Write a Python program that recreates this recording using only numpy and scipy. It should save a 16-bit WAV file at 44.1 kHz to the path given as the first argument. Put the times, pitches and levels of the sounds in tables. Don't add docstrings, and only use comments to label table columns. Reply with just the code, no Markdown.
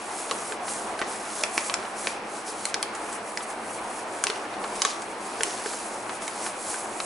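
import sys
import numpy as np
from scipy import signal
from scipy.fft import rfft, irfft, next_fast_len
from scipy.io import wavfile
from scipy.ndimage import uniform_filter1d, map_coordinates

SR = 44100
rng = np.random.default_rng(int(sys.argv[2]) if len(sys.argv) > 2 else 0)


def unload_wav(signal):
    wavfile.write(
        sys.argv[1],
        SR,
        np.round(np.clip(np.atleast_2d(signal).T, -1, 1) * 32767).astype(np.int16),
    )


def attenuation_scalar(level_db):
    decades = np.asarray(level_db, float) / 20
    return 10 ** decades


N = 310905


def unit(x):
    return x / np.sqrt(np.mean(x ** 2) + 1e-20)


def along(points, hz):
    f, v = np.transpose(points)
    return np.interp(np.log(hz + 1), np.log(f + 1), v)


def wobble(rate):
    knots = rng.standard_normal(int(N * rate / SR) + 4)
    return map_coordinates(knots, [np.arange(N) * rate / SR])


def filtered(x, response):
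    m = next_fast_len(x.shape[-1] + 8192)
    spectrum = rfft(x, m) * response(np.fft.rfftfreq(m, 1 / SR))
    return irfft(spectrum, m)[..., :x.shape[-1]]


def resonance(f, hz, width_hz):
    return 1j * f * width_hz / (hz * hz - f * f + 1j * f * width_hz)


def evened(x):
    z = rfft(x)
    power = uniform_filter1d(np.abs(z) ** 2, size=25, axis=-1)
    return irfft(z / np.sqrt(power), x.shape[-1])


def rush(gain, alike, patchy_db):
    z = signal.stft(rng.standard_normal((2, N)), nperseg=512)[2]
    field = uniform_filter1d(rng.standard_normal(z.shape[1:]), size=16, axis=0)
    field = uniform_filter1d(field, size=8, axis=1)
    pair = signal.istft(z * attenuation_scalar(patchy_db * unit(field)), nperseg=512)[1][:, :N]

    def mid_side_gain(hz):
        angle = np.arccos(np.clip(along(alike, hz), -1, 1)) / 2
        return gain(hz) * [np.cos(angle), np.sin(angle)]

    mid, side = filtered(pair, mid_side_gain)
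    return unit(np.array([mid + side, mid - side]))


# frequency in Hz, level in dB per Hz.
FAN_AIR = [(15, -54), (25, -18.5), (143, -23), (216, -6), (271, -8.5), (326, -2.5), (592, -2.5), (728, 1),
           (1100, -2.5), (1910, -10.5), (2400, -11), (3160, -18.5), (6000, -24.5), (7800, -52),
           (13200, -120)]
# centre in Hz, width in Hz, height in dB.
FAN_HUMPS = [(118.8, 19, 11.5), (205.4, 30, 3), (314, 17, 3), (860, 90, 0.5), (3730, 61, -5.5),
             (6400, 40, -2)]
# frequency in Hz, left-right likeness from 0 to 1.
FAN_ALIKE = [(60, 0.81), (200, 0.95), (600, .93), (1200, 0.73), (2500, 0.42), (6000, 0.5)]


def fans():
    def gain(hz):
        humps_db = sum(db / (1 + (2 * (hz - c) / w) ** 2) for c, w, db in FAN_HUMPS)
        return attenuation_scalar(along(FAN_AIR, hz) + humps_db)

    air = rush(gain, FAN_ALIKE, patchy_db=0.85)
    return attenuation_scalar(-34.5 + 0.5 * wobble(2.964)) * air


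# fastest moment in seconds, hiss in dB, seconds to gather 10 dB, seconds to lose 10 dB.
STROKES = [(.192, -38, .22, .36), (.515, -39, 1.2, .047), (.696, -34, .048, .19), (1.088, -39, .025, .3),
           (1.41, -35, .18, .07), (1.552, -35, .055, .4), (1.672, -35, .4, .076), (1.83, -47.5, .3, .9),
           (1.995, -37, .04, .4), (2.07, -37, .4, .068), (2.369, -42, .1, .09), (2.48, -37.5, .028, .088),
           (2.698, -38.5, .23, .022), (2.96, -45.6, .044, .4), (3.153, -40, .24, .045),
           (3.753, -40.5, .17, .075), (3.999, -41.5, .28, .05), (4.143, -43, .09, .25),
           (4.246, -42.5, .085, .25), (4.647, -43.9, .08, .26), (4.84, -40.5, .3, .15),
           (5.226, -43.8, .076, .9), (5.442, -40, .16, 1.5), (5.705, -37.5, .22, .375),
           (6.158, -41, .16, .036), (6.225, -39, .02, .22), (6.467, -34.5, .12, .055),
           (6.71, -32, .11, .14), (7.05, -38.5, .27, .1)]
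# moment in seconds, hiss in dB, seconds to gather or lose 10 dB.
FLICKS = [
    (.996, -41, .03),
    (2.83, -49, .2),
    (3.293, -41.8, .085),
    (3.378, -43, .07),
    (3.434, -38, .02),
    (3.506, -40, .045),
    (4.536, -48.5, .1),
    (5.031, -44.5, .08),
    (5.11, -46, .065),
]
# time in seconds, added rustle in dB.
BEND = [(0, 0), (.7, -1.5), (1.07, -1), (1.24, 4.5), (1.62, -2), (2.3, 2), (2.8, 3), (3.0, -2), (4.15, -2),
        (4.32, 5.5), (4.58, -5), (4.76, 4), (4.9, 13), (5.1, -2), (5.48, 5.5), (6.1, -1), (6.35, 3),
        (6.75, -2.5)]


def slide():
    rest_db = -57.0
    rustle_under_db, rustle_grows = 6, 1.05
    settle_db, settle_db_per_s = -19, 110
    t = np.arange(N) / SR
    moves = sorted(STROKES + [(s, db, spread_s, spread_s) for s, db, spread_s in FLICKS])
    edges = [0] + [move[0] for move in moves] + [N / SR]
    hiss_db = np.full(N, rest_db)
    for (s, db, rise_s, fall_s), before, after in zip(moves, edges, edges[2:]):
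        speed_db = db - 10 * np.maximum((s - t) / rise_s, (t - s) / fall_s)
        active = (t > before) & (t < after)
        hiss_db = np.maximum(hiss_db, np.where(active, speed_db, rest_db))
    bend_s, bend_db = np.transpose(BEND)
    drag_db = rustle_grows * (hiss_db + 42) - 42 - rustle_under_db + np.interp(t, bend_s, bend_db)
    settle = 0
    for s, _, panel_db, _, _ in SNAPS:
        settle = settle + (t > s) * attenuation_scalar(panel_db + settle_db - settle_db_per_s * np.abs(t - s)) ** 2
    return hiss_db, 10 * np.log10(attenuation_scalar(drag_db) ** 2 + settle)


# frequency in Hz, level in dB per Hz.
HISS = [(2500, -36), (4500, -7), (6500, 7.5), (8500, 11.5), (11000, 11.5), (13000, -19)]
# frequency in Hz, level in dB per Hz.
RUSTLE = [(600, -34), (1500, -5), (2800, -5.5), (4500, 0.5), (6000, 2), (9000, -5)]


def fingers():
    hiss_db, rustle_db = slide()
    grain_db = 0.44 * wobble(30) + 1.0 * wobble(400)
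    hiss = rush(lambda hz: attenuation_scalar(along(HISS, hz)), [(5000, 0.91), (11000, 0.94)], patchy_db=0.6)
    rustle = rush(lambda hz: attenuation_scalar(along(RUSTLE, hz)), [(1500, 0.92), (5000, 0.93)], patchy_db=1.2)
    return attenuation_scalar(grain_db) * (attenuation_scalar(hiss_db + 0.14) * hiss + attenuation_scalar(rustle_db + 1.66) * rustle)


def crackle():
    rustle_db = slide()[1]
    chance, size = rng.random(N), rng.standard_normal(N)
    ticks = (chance < 260 / SR) * size * attenuation_scalar(1.5 * (rustle_db + 40.5) - 18)
    return filtered(ticks, lambda f: resonance(f, 3430, 4200) ** 2)


# start in seconds, panel in Hz, panel level in dB, crease in Hz, crease level in dB.
SNAPS = [(.3112, 1160, -25.5, 4180, -26), (.5222, 1520, -32.5, 3200, -39), (1.0154, 1120, -24, 3210, -45),
         (1.0222, 1940, -30, 3210, -49), (1.4362, 2540, -21.5, 5430, -22.5),
         (1.5783, 2350, -20.5, 5490, -26.5), (1.6974, 1090, -28, 4180, -31),
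         (1.7406, 2450, -25.5, 5500, -23), (2.0713, 2300, -22.5, 3490, -32.5),
         (2.6539, 2130, -31, 7950, -24), (2.7426, 2050, -31.5, 5400, -22),
         (2.8277, 2300, -32.5, 10100, -22.5), (3.3733, 2000, -30, 5130, -29.5),
         (4.2388, 1420, -23, 8700, -19), (4.2688, 2670, -23, 4200, -25.5), (4.2996, 1280, -30, 3400, -26.5),
         (4.8191, 1080, -26.5, 6290, -18), (4.8501, 1140, -19, 6400, -20.5),
         (5.4074, 1590, -26.5, 3210, -34), (5.4333, 2020, -28, 8440, -19), (5.659, 1660, -32.5, 3210, -39),
         (6.279, 2260, -33, 7800, -31.5), (7.0019, 1140, -27, 4300, -31.5)]
# start in seconds, panel in Hz, panel level in dB, crease in Hz, crease level in dB.
CREAKS = [(.2951, 900, -36, 5300, -40), (.6807, 1140, -32.5, 4310, -39), (.991, 1550, -32, 4460, -36),
          (1.828, 1420, -35.5, 3470, -47), (1.8525, 1420, -36, 2800, -44), (2.949, 900, -40, 7280, -35.5),
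          (3.127, 1420, -43, 8100, -35), (3.4071, 1180, -37, 3210, -44), (4.3584, 2710, -38, 3210, -45),
          (4.4524, 1750, -37, 3210, -55), (4.5387, 990, -37, 4160, -48), (4.64, 1100, -31, 4030, -42),
          (4.7554, 930, -38, 8660, -35), (5.0204, 1590, -40, 8140, -36), (5.7334, 1270, -36, 4330, -41),
          (6.094, 1000, -30.5, 3250, -41), (6.2212, 1400, -37, 8590, -40), (6.4633, 1460, -30.5, 3210, -42),
          (6.742, 1540, -32, 10490, -39)]


def snaps():
    lead = 64
    out, t = np.zeros(N + 2048), (np.arange(2048) - lead) / SR
    rows = [(*row, 14) for row in SNAPS] + [(*row, 27) for row in CREAKS]
    for s, panel_hz, panel_db, crease_hz, crease_db, cycles in rows:
        decay_s = max(1.53 * cycles / panel_hz, .002)
        shiver = rng.standard_normal((2, len(t))) * attenuation_scalar(-60 * t / decay_s) * (t >= 0)
        shiver[:, lead + 8] = -2.6
        low, high = evened(shiver)

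        def panel_rings(f):
            return (resonance(f, panel_hz, 0.13 * panel_hz) + .35) * resonance(f, 1440, 2400) ** 2

        def crease_rings(f):
            body = resonance(f, 0.84 * crease_hz, 1.4 * crease_hz) ** 2
            return (resonance(f, crease_hz, .15 * crease_hz) + 0.66) * body

        panel = attenuation_scalar(panel_db - 8.5) * unit(filtered(low, panel_rings))
        crease = attenuation_scalar(crease_db - 9.5) * unit(filtered(high, crease_rings))
        out[round(s * SR) - lead:][:len(t)] += panel + crease
    return out[:N]


# start in seconds, peak in dB, frequency in Hz.
FLAPS = [(0.31, -22, 470), (0.519, -26, 435), (1.016, -18.5, 356), (1.434, -17.5, 604), (1.576, -21.5, 347),
         (2.07, -22.5, 493), (2.741, -28.5, 465), (4.262, -24, 403), (4.297, -19.5, 425),
         (4.849, -23.5, 440), (5.406, -19, 447), (5.66, -20, 424), (6.464, -29, 342)]


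def flaps():
    out, t = np.zeros(N + 2048), np.arange(2048) / SR
    for s, db, hz in FLAPS:
        swell = attenuation_scalar(-60 * t / .03) * (1 - np.exp(-t / 0.0014))
        out[round(s * SR):][:len(t)] += attenuation_scalar(db + 1.5) * np.sin(2 * np.pi * hz * t) * swell
    return out[:N]


# nearer in Hz, farther in Hz.
FACETS = [(2690, 6980), (2610, 7670), (2560, 4100), (3700, 5380), (3430, 9000), (1130, 8740), (2400, 3100),
          (7300, 1210), (4300, 5600), (4410, 8600), (1650, 4200), (4600, 3200), (1600, 6780), (6220, 7100),
          (5600, 8800), (4330, 2500), (4440, 2900), (3750, 7000), (3200, 7000), (6460, 3140), (4740, 5620),
          (4000, 3100), (2410, 3660)]


def facets():
    out, t = np.zeros(N + 1024), np.arange(1024) / SR
    for (s, *_, crease_db), modes in zip(SNAPS, FACETS):
        shakes = evened(rng.standard_normal((2, len(t))) * attenuation_scalar(-60 * t / 0.0075))
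        for shake, hz, db in zip(shakes, modes, (-9, -11)):
            ring = filtered(shake, lambda f: resonance(f, hz, 300 + .09 * hz) ** 2)
            out[round(s * SR):][:len(t)] += attenuation_scalar(crease_db + db - 4.5) * unit(ring)
    return out[:N]


# delay in seconds, left level in dB, right level in dB.
ECHOES = [
    (.0045, -11, -10),
    (.0071, -18, -16),
    (.011, -19, -21),
]


def nearby(x):
    paths = np.zeros((2, 1024))
    paths[:, 0] = 1
    for s, left_db, right_db in ECHOES:
        arrivals = round(s * SR) + np.array([0, 3])
        paths[[0, 1], arrivals] += attenuation_scalar([left_db, right_db])
    return signal.fftconvolve(x[None], paths, axes=1)[:, :N]


# frequency in Hz, time to fall 60 dB in seconds.
ROOM = [(300, 0.2), (1500, 0.99), (5000, 0.24), (11000, 0.23)]


def room(x):
    out, step = np.zeros((2, N + SR)), SR // 4
    for start in range(0, N, step):
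        hz, t, z = signal.stft(rng.standard_normal((2, SR // 2)), SR, nperseg=256)
        decay = attenuation_scalar(-60 * t / along(ROOM, hz)[:, None])
        tail = signal.istft(z * decay, SR, nperseg=256)[1]
        tail = tail / np.linalg.norm(tail[0])
        wet = signal.fftconvolve(x[None, start:start + step], tail, axes=1)
        out[:, start + 200:start + 200 + wet.shape[1]] += wet
    return out[:, :N]


def scene():
    paper = crackle() + snaps() + flaps() + facets()
    return fans() + fingers() + nearby(paper) + attenuation_scalar(-11) * room(paper)


def roll_off(x):
    return signal.sosfilt(signal.butter(12, 12370, fs=SR, output="sos"), x)


def record(dry):
    top_hz = 11020
    limited = filtered(dry, lambda hz: attenuation_scalar(np.where(hz < top_hz, 0, -26 - (hz - top_hz) / 14)))
    squeezed = limited - 0.089 * limited ** 3
    return roll_off(squeezed)


dry = scene()
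out = record(dry)
unload_wav(out)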